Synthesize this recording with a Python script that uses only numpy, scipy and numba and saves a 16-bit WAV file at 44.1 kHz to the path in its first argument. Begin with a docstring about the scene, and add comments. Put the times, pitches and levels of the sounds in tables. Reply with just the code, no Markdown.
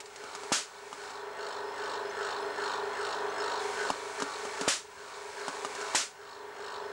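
"""Corona hisses and small sparks snap at a high-voltage rig in a lab, over running vacuum pumps.
The pumps drone, clatter and rattle in a slow beat: shaft, strokes, housing and a ticking valve.
Three full flashovers crack and ring through the room, one early and two near the end.
A camcorder's mono microphone hears it all; its gain control ducks at each crack and creeps back up."""
import sys
import numpy as np
from scipy import signal
from scipy.fft import rfft, irfft
from scipy.io import wavfile
from scipy.ndimage import uniform_filter1d
from numba import njit

SR = 44100
rng = np.random.default_rng(int(sys.argv[2]) if len(sys.argv) > 2 else 0)


def log_audio(samples):
    """Write samples as a 16-bit WAV file to the path given in sys.argv[1]."""
    # one column per channel
    frames = np.atleast_2d(samples).T
    # limit to full scale, then quantise
    limited = np.clip(frames, -1, 1)
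    pcm = np.round(limited * 32767).astype(np.int16)
    wavfile.write(sys.argv[1], SR, pcm)


N = 305172
T = np.arange(N) / SR
STROKE_HZ, BEAT_HZ = 50.3, 2.5  # the pumps' strokes and their slow beat
DRONE_PEAK_S, RATTLE_PEAK_S = 2.8394, 2.675


def undb(db):
    """Decibels to gain."""
    return 10 ** (np.asarray(db) / 20)


def level(x, db):
    """Scale to an rms level."""
    return x * undb(db) / np.sqrt(np.mean(x ** 2))


def colour(x, points, size=4096):
    """Minimum-phase filter through points of frequency_hz, gain_db."""
    hz, db = np.transpose(points)
    bins = np.maximum(np.fft.rfftfreq(size, 1 / SR), 1)
    gain = undb(np.interp(np.log(bins), np.log(hz), db))
    cepstrum = irfft(np.log(gain))
    cepstrum[1:size // 2] *= 2
    cepstrum[size // 2 + 1:] = 0
    return signal.fftconvolve(x, irfft(np.exp(rfft(cepstrum))))[:N]


def band(x, lo_hz, hi_hz, order=2):
    """Band-pass between two edges."""
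    return signal.sosfilt(signal.butter(order, [lo_hz, hi_hz], "bandpass", fs=SR, output="sos"), x)


@njit
def sweep(x, hz, width):
    """One resonance whose centre moves, gain 1 at the centre."""
    out, band_state, low_state = np.empty(len(x)), 0., 0.
    for i in range(len(x)):
        tuning, damping = np.tan(np.pi * hz[i] / SR), width / hz[i]
        passed = (band_state + tuning * (x[i] - low_state)) / (1 + tuning * (tuning + damping))
        band_state = 2 * passed - band_state
        low_state += 2 * tuning * passed
        out[i] = damping * passed
    return out


def noise(repeat_hz=None):
    """White noise, fresh or coming round again at a rate."""
    x = rng.standard_normal(N)
    return x if repeat_hz is None else x[np.round(T % (1 / repeat_hz) * SR).astype(int)]


def ringing(hz, width_hz, db):
    """A steady ring: noise passed twice through one resonance, at an rms level."""
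    peak = signal.iirpeak(hz, hz / width_hz, SR)
    return level(signal.lfilter(*peak, signal.lfilter(*peak, noise())), db)


def walk(rate_hz):
    """Smooth random drift with a spread near 1."""
    step = int(SR / rate_hz)
    held = np.repeat(rng.standard_normal(N // step + 1), step)
    return level(uniform_filter1d(uniform_filter1d(held, step), step)[:N], 0)


def fade(start, t60):
    """Envelope that jumps to 1 and dies away."""
    return (T >= start) * np.exp(-np.log(1000) * np.clip((T - start) / t60, 0, 10))


def beat(peak_s):
    """The pumps' slow beat, swinging between -1 and 1."""
    return np.cos(2 * np.pi * BEAT_HZ * (T - peak_s))


def knocks(per_s, sharpness):
    """Gate that jumps open at each knock and falls away until the next."""
    return np.exp(-sharpness * (T * per_s % 1))


def lab_air():
    """Room tone: the steady air of the lab around the microphone."""
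    # colour of the air: frequency_hz, gain_db
    air = [(20, -39), (70, -47), (150, -32), (300, -25), (500, -13), (950, -16), (1800, -19), (2400, -20),
           (5200, -30), (8000, -32.5), (14500, -48.5)]
    return level(colour(noise(), air), db=-45.5)


def squeaks(flutter=0.36, flutter_hz=24.36, width_hz=150):
    """A dry spot in the pump sings briefly, pulsing as the shaft turns."""
    # faint squeaks: peak_s, pitch_hz, half_length_s, level_db
    chirps = [(1.68, 5180, .08, -54), (2.09, 5170, .05, -55.5), (2.105, 6170, 0.0085, -54),
              (2.422, 10200, .03, -64), (2.45, 5210, 0.097, -57), (3.305, 6180, 0.0085, -51),
              (3.405, 5240, 0.026, -47), (6.85, 5250, .05, -56)]
    song = sum(ringing(hz, width_hz, db) * np.exp(-((T - peak_s) / half_s) ** 2)
               for peak_s, hz, half_s, db in chirps)
    return song * (1 + flutter * np.cos(2 * np.pi * flutter_hz * (T - DRONE_PEAK_S)))


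def drone(gain_db=2.4, waver_db=0.16):
    """Neighbouring shaft tones flutter against each other and swell twice a beat."""
    # throbbing tones, spaced by the shaft rate: pitch_hz, relative_db
    shaft_tones = [(400.1, -44), (424.46, -45)]
    # steady tones beside them: pitch_hz, relative_db
    side_tones = [(390.1, -58), (438.84, -58), (448.85, -52), (453.86, -57)]
    # two rows for the long swell, two for the short: peak_s, half_length_s, relative_db
    throbs = [(2.779, 0.043, -4.5), (2.871, 0.059, -0.5), (3.014, 0.041, 0), (3.076, 0.026, -6)]

    def tones(table, lead_s=0):
        return sum(undb(db) * np.cos(2 * np.pi * hz * (T + lead_s - DRONE_PEAK_S)) for hz, db in table)

    swells = []
    for peak_s, half_s, db in throbs:
        from_peak_s = (((T - peak_s) * BEAT_HZ + .5) % 1 - .5) / BEAT_HZ
        swells.append(undb(db) * np.exp(-(from_peak_s / half_s) ** 2))
    long_throb = sum(swells[:2]) * tones(shaft_tones)
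    short_throb = sum(swells[2:]) * tones(shaft_tones, lead_s=.00145)
    return (2 * (long_throb + short_throb) + tones(side_tones)) * undb(gain_db + waver_db * walk(9))


def chamber(opens_s=2.555, start_hz=1830, end_hz=815, sink_s=.14):
    """The pump chamber opens once a beat; its resonance sinks as it grows. Gives Hz and opening (0-1)."""
    age = (T - opens_s) % (1 / BEAT_HZ)
    hz = end_hz + (start_hz - end_hz) * np.exp(-age / sink_s)
    return hz, np.sin(np.pi * (age * BEAT_HZ) ** 0.54)


def hum(waver_db=3.0, drift_cycles=0.16, rest=0.68, reach_hz=170):
    """Mains hum, ringing metal, and a whine whose tones flare as the chamber's resonance passes."""
    # mains and motor hum: pitch_hz, level_db
    mains = [(75.4, -77), (100, -68), (150.5, -74.5), (199.5, -68.5), (247.6, -65), (300.5, -62.5)]
    # whine of the pump strokes: pitch_hz, level_db
    whine = [(522, -57), (655, -52.5), (754, -55), (855, -54), (954, -51), (1005, -51), (1106, -54),
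             (1156, -50), (1408, -56), (1500, -49.5), (1612, -53), (1693, -58), (1756, -55)]
    # narrow rings of the pump's metal parts: pitch_hz, width_hz, level_db
    metal_rings = [(749, 29, -57), (872, 76, -50.5), (962.6, 80, -50), (1337, 55, -51.5), (1513, 49, -58),
                   (1837, 40, -52), (4186, 220, -58.5), (5210, 90, -66), (8950, 36, -77)]
    out = sum(level(np.sin(2 * np.pi * (hz * T + rng.random())), db) for hz, db in mains)
    chamber_hz, opening = chamber()
    for hz, db in whine:
        flare = opening / (1 + ((hz - chamber_hz) / reach_hz) ** 2)
        strength = (rest + flare) * undb(waver_db * walk(12))
        out += level(strength * np.sin(2 * np.pi * (hz * T + drift_cycles * walk(11))), db)
    return out + sum(ringing(hz, width, db) for hz, width, db in metal_rings)


def turning(wobble_rad=0.71):
    """Broadband pattern that comes round with each shaft turn (two strokes) and slowly changes shape."""
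    size = int(2 * SR / STROKE_HZ)
    place = (T * STROKE_HZ / 2 % 1 * size).astype(int)
    spectra = (np.exp(2j * np.pi * rng.random(size // 2 + 1)) for _ in range(2))
    first, second = (level(irfft(spectrum, size), 0)[place] for spectrum in spectra)
    angle = wobble_rad * walk(8)
    return first * np.cos(angle) + second * np.sin(angle)


def clatter(body_db=-39.5, swell_db=1.1, churn_db=-44, churn_width_hz=640., wander=.03):
    """Two and three knocks a stroke shake the housing and churn in the chamber, repeating as a buzz."""
    # colour of the pump housing: frequency_hz, gain_db
    housing = [(120, -47), (200, -30.5), (280, -19.5), (370, -10.5), (460, -6), (550, -9), (660, -6.5),
               (800, -8.5), (960, -2), (1190, -11.5), (1450, -7.5), (1680, -14), (1850, -16), (2400, -34)]
    top_hz = 1875
    gate = knocks(3 * STROKE_HZ, sharpness=1.8) + .8 * knocks(2 * STROKE_HZ, sharpness=2.2)
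    shake, gulp = (gate * (turning() + .4 * noise(BEAT_HZ) + .15 * noise()) for _ in range(2))
    body = band(colour(shake, housing), 116.6, top_hz, order=16)
    chamber_hz, opening = chamber()
    centre_hz = chamber_hz * (1 + wander * walk(4))
    churn = sweep(sweep(gulp * opening, centre_hz, churn_width_hz), centre_hz, churn_width_hz)
    churn = band(churn, 490, top_hz, order=12)
    return level(body, body_db) * undb(swell_db * beat(RATTLE_PEAK_S)) + level(churn, churn_db)


def valve_rattle(tick_hz=51.2, ring_db=-46, scrape_db=-56, scatter_db=1.2, buzz_db=-4):
    """A valve ticks rapidly; its resonances swell and bend one after another through each beat."""
    # valve resonances, loudest and highest at their lag in the beat:
    # pitch_hz, base_width_hz, relative_db, lag_s, bend_fraction
    valve_modes = [(2080, 137, 5.5, -0.087, 0), (2793, 200, 1.5, -0.032, 0), (3043, 140, 2.5, 0.0076, 0),
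                   (3300, 83, 0, -0.17, 0.0099), (3490, 59, 4.5, 0.046, 0.026),
                   (3940, 320, 4.5, 0.028, 0.018), (4270, 270, 7.5, 0.0091, 0.0086),
                   (5177, 120, 2.5, 0.0015, 0.0046), (5360, 89, -1, -0.037, 0.0062),
                   (5710, 81, 0, 0.0009, 0.0078), (6690, 510, -2.5, -0.0037, 0.023),
                   (7660, 140, -0.5, 0.013, 0.005), (7870, 180, -2, -0.024, 0.036)]
    # colour of the valve's scrape: frequency_hz, gain_db
    scrape_colour = [(1180, -35.5), (2000, 0.5), (2310, 11.5), (4300, 3), (6160, -51), (7950, -12),
                     (12000, -10.5), (15600, -99), (22000, -120)]

    def looseness(swing, rest=0.29, edge=2.0):
        return rest + (1 + np.tanh(edge * swing)) / 2

    ticks = uniform_filter1d(knocks(tick_hz, sharpness=2.1), 50)
    force = ticks * undb(scatter_db * walk(45)) * (noise() + undb(buzz_db) * noise(tick_hz))
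    ring = np.zeros(N)
    for hz, base_width, db, lag_s, bend in valve_modes:
        swing = beat(RATTLE_PEAK_S + lag_s)
        centre, width = hz * (1 + bend * swing), 1.3 * base_width
        ring += undb(db) * sweep(sweep(force * looseness(swing), centre, width), centre, width)
    scrape = colour(force * looseness(beat(RATTLE_PEAK_S)), scrape_colour)
    return level(ring, ring_db) + level(scrape, scrape_db)


def corona(grain_db=1.0, growth_db_per_s=1, attack_s=0.011):
    """Tiny discharges merge into a frying hiss that grows with the voltage and dies as charge drains."""
    # spells while the electrode is charged: start_s, end_s, start_level_db, drain_t60_s
    spells = [(0, 1.08, -42.5, 0.6), (3.586, 3.9, -45.5, 0.05), (3.907, 5.95, -43, 2.4)]
    # colour of the corona: frequency_hz, gain_db
    hiss_colour = [(1060, -33), (1800, -0.5), (1960, -5.5), (2200, 0), (2480, -4), (3000, -7.5), (3350, -8),
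                   (4320, -6.5), (5780, -7.5), (7550, -6.5), (10000, -15.5), (14000, -31)]
    strength = np.zeros(N)
    for start, end, db, drain_t60 in spells:
        charging_s = np.clip(T - start, 0, end - start)
        lit = np.clip(charging_s / attack_s, 0, 1) * ((T < end) + fade(end, drain_t60))
        strength += lit * undb(db + growth_db_per_s * charging_s)
    frying = noise() * undb(grain_db * walk(980))
    hiss = level(colour(frying, hiss_colour), 0)
    electrode_song = ringing(hz=2275, width_hz=90, db=-11)
    return (hiss + electrode_song) * strength


def snap(start, pitch_hz, low_db=0, pulse_db=-2, pulse_s=0.00067, crooked=0.088, spread_s=0.0021):
    """A hollow knock: a pressure pulse, lower for a longer channel, and the ring of the rig around it."""
    # ring of the rig: pitch_hz, relative_db, t60_s
    rig_modes = [(190, -26, 0.066), (281, -18.5, 0.096), (450, -22.5, 0.028), (640, -14.5, 0.025),
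                 (1205, -14, 0.074), (1360, -13.5, .022), (1540, -30, 0.093), (2900, -8, 0.013)]
    low_modes_below_hz = 350
    age = T[:int(SR / 10)]
    push = crooked * rng.standard_normal(len(age)) * np.exp(-age / spread_s)
    push[0] = 1
    pulse_shape = age / pulse_s * np.exp(1 - age / pulse_s)
    pulse = undb(pulse_db) * pulse_shape * np.sin(2 * np.pi * pitch_hz * age)
    ring = np.zeros(len(age))
    for hz, db, t60 in rig_modes:
        gain = undb(db + low_db * (hz < low_modes_below_hz))
        ring += gain * np.exp(-np.log(1000) * age / t60) * np.sin(2 * np.pi * hz * age)
    knock = band(signal.fftconvolve(push, pulse + ring), 188, 2900, order=4)
    return -np.pad(knock, (int(start * SR), N))[:N]


def cracks(crack_t60=0.049, room_db=-13, room_t60=0.21, thump_t60=0.011, build_s=0.0097):
    """Sparks and one pump knock snap briefly; a flashover fills the room and overloads the microphone."""
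    # small sparks, and a last faint knock as the pump's clatter starts up:
    # start_s, crack_db, snap_db, snap_hz, low_mode_gain_db
    small_snaps = [(0.003, -23, -35, 900, 0), (0.058, -31.5, -41, 900, 2), (0.160, -30.5, -37, 890, -3),
                   (0.238, -35, -27, 900, 0), (0.35, -29.5, -22, 910, -1), (0.4342, -36, -26, 895, -1),
                   (0.9282, -32.5, -15, 990, 1), (1.1042, -38, -31, 900, 0), (3.9025, -26.5, -9, 940, -1.5),
                   (4.201, -33, -25.5, 1300, 5), (4.2217, -27.5, -12.5, 985, 1),
                   (4.4519, -36.5, -22, 750, -11), (4.6113, -28, -21.5, 724, 11),
                   (5.481, -28.5, -13.5, 1010, 0.5), (5.6482, -29, -14.5, 1010, -5),
                   (5.7504, -35.5, -28.5, 700, 0), (5.8124, -34.5, -26.5, 850, 5.5),
                   (6.594, -50, -26, 950, -4)]
    # full flashovers: start_s, blast_db, snap_db, snap_hz, overload_drive_db, thump_db, thump_hz
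    flashovers = [(0.5192, -6.5, -7, 900, 14, -5.5, 232), (4.6783, -6.5, -10, 567, 14.5, -8.5, 199),
                  (5.9480, -5.5, -10.5, 930, 14, -21, 162)]
    # colour of the cracks: frequency_hz, gain_db
    crack_colour = [(130, -43), (220, -23), (310, -17), (423, -13), (461, -21), (548, -12.5), (843, -15),
                    (968, -14), (1320, -8.5), (2330, -11), (3070, -10), (3460, -10.5), (7140, -8.5),
                    (9570, -17), (13500, -35)]
    bursts, knock = np.zeros(N), np.zeros(N)
    air = noise()
    for start, crack_db, snap_db, snap_hz, low_db in small_snaps:
        room_tail = undb(room_db) * fade(start, room_t60 / 2)
        bursts += undb(crack_db) * air * (fade(start, crack_t60) + room_tail)
        knock += undb(snap_db) * snap(start, snap_hz, low_db)
    for start, blast_db, snap_db, snap_hz, drive_db, thump_db, thump_hz in flashovers:
        # reflections pile up within milliseconds; the overload flattens the first part of their decay
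        build = np.clip((T - start) / build_s, 0, 1)
        bursts += undb(blast_db) * build * np.tanh(undb(drive_db) * air * fade(start, room_t60))
        # the heated channel pushes out a low thump
        thump = fade(start, thump_t60) * np.cos(2 * np.pi * thump_hz * (T - start))
        knock += undb(snap_db) * snap(start, snap_hz) - undb(thump_db) * band(thump, 99, 1900)
    return colour(bursts, crack_colour) / np.std(colour(air, crack_colour)) + knock


@njit
def ducking(over_db, attack_s, release_s, start_db):
    """Gain cut in dB: starts at start_db, jumps up to any excess of level and leaks away slowly."""
    cut, out = start_db, np.empty(len(over_db))
    for i in range(len(over_db)):
        if over_db[i] > cut:
            cut += (over_db[i] - cut) / (1 + attack_s * SR)
        cut -= cut / (release_s * SR)
        out[i] = cut
    return out


def scene():
    """Running pumps, lab air, corona and cracks at one microphone, the same in both channels."""
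    pumps = drone() + hum() + clatter() + valve_rattle() + squeaks()
    mono = pumps + lab_air() + corona() + cracks()
    return np.array([mono, mono])


def record(dry):
    """The camcorder: gain control, soft clipping, a soft top, its own noise and whistle, a steep cut."""
    threshold_db, ceiling = -22.8, .23
    whistle_hz, top_hz = 15625, 15900
    over_db = 20 * np.log10(np.abs(dry[0]) + 1e-9) - threshold_db
    cut_db = ducking(over_db, attack_s=0.0013, release_s=0.71, start_db=16.5)
    clipped = ceiling * np.tanh(dry * undb(-cut_db) / ceiling)
    softened = band(clipped, 20, 10800, order=4)
    # self-noise enters after the gain control and never ducks: frequency_hz, gain_db
    noise_colour = [(30, -6.5), (80, 4.0), (300, -2.5), (3000, -10), (14000, -20.0)]
    own_noise = level(colour(noise(), noise_colour), db=-66.0)
    line_whistle = level(np.sin(2 * np.pi * whistle_hz * T), db=-76.0)
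    steep_cut = signal.ellip(10, .2, 70, top_hz, fs=SR, output="sos")
    return signal.sosfilt(steep_cut, softened + own_noise + line_whistle)


dry = scene()
out = record(dry)
log_audio(out)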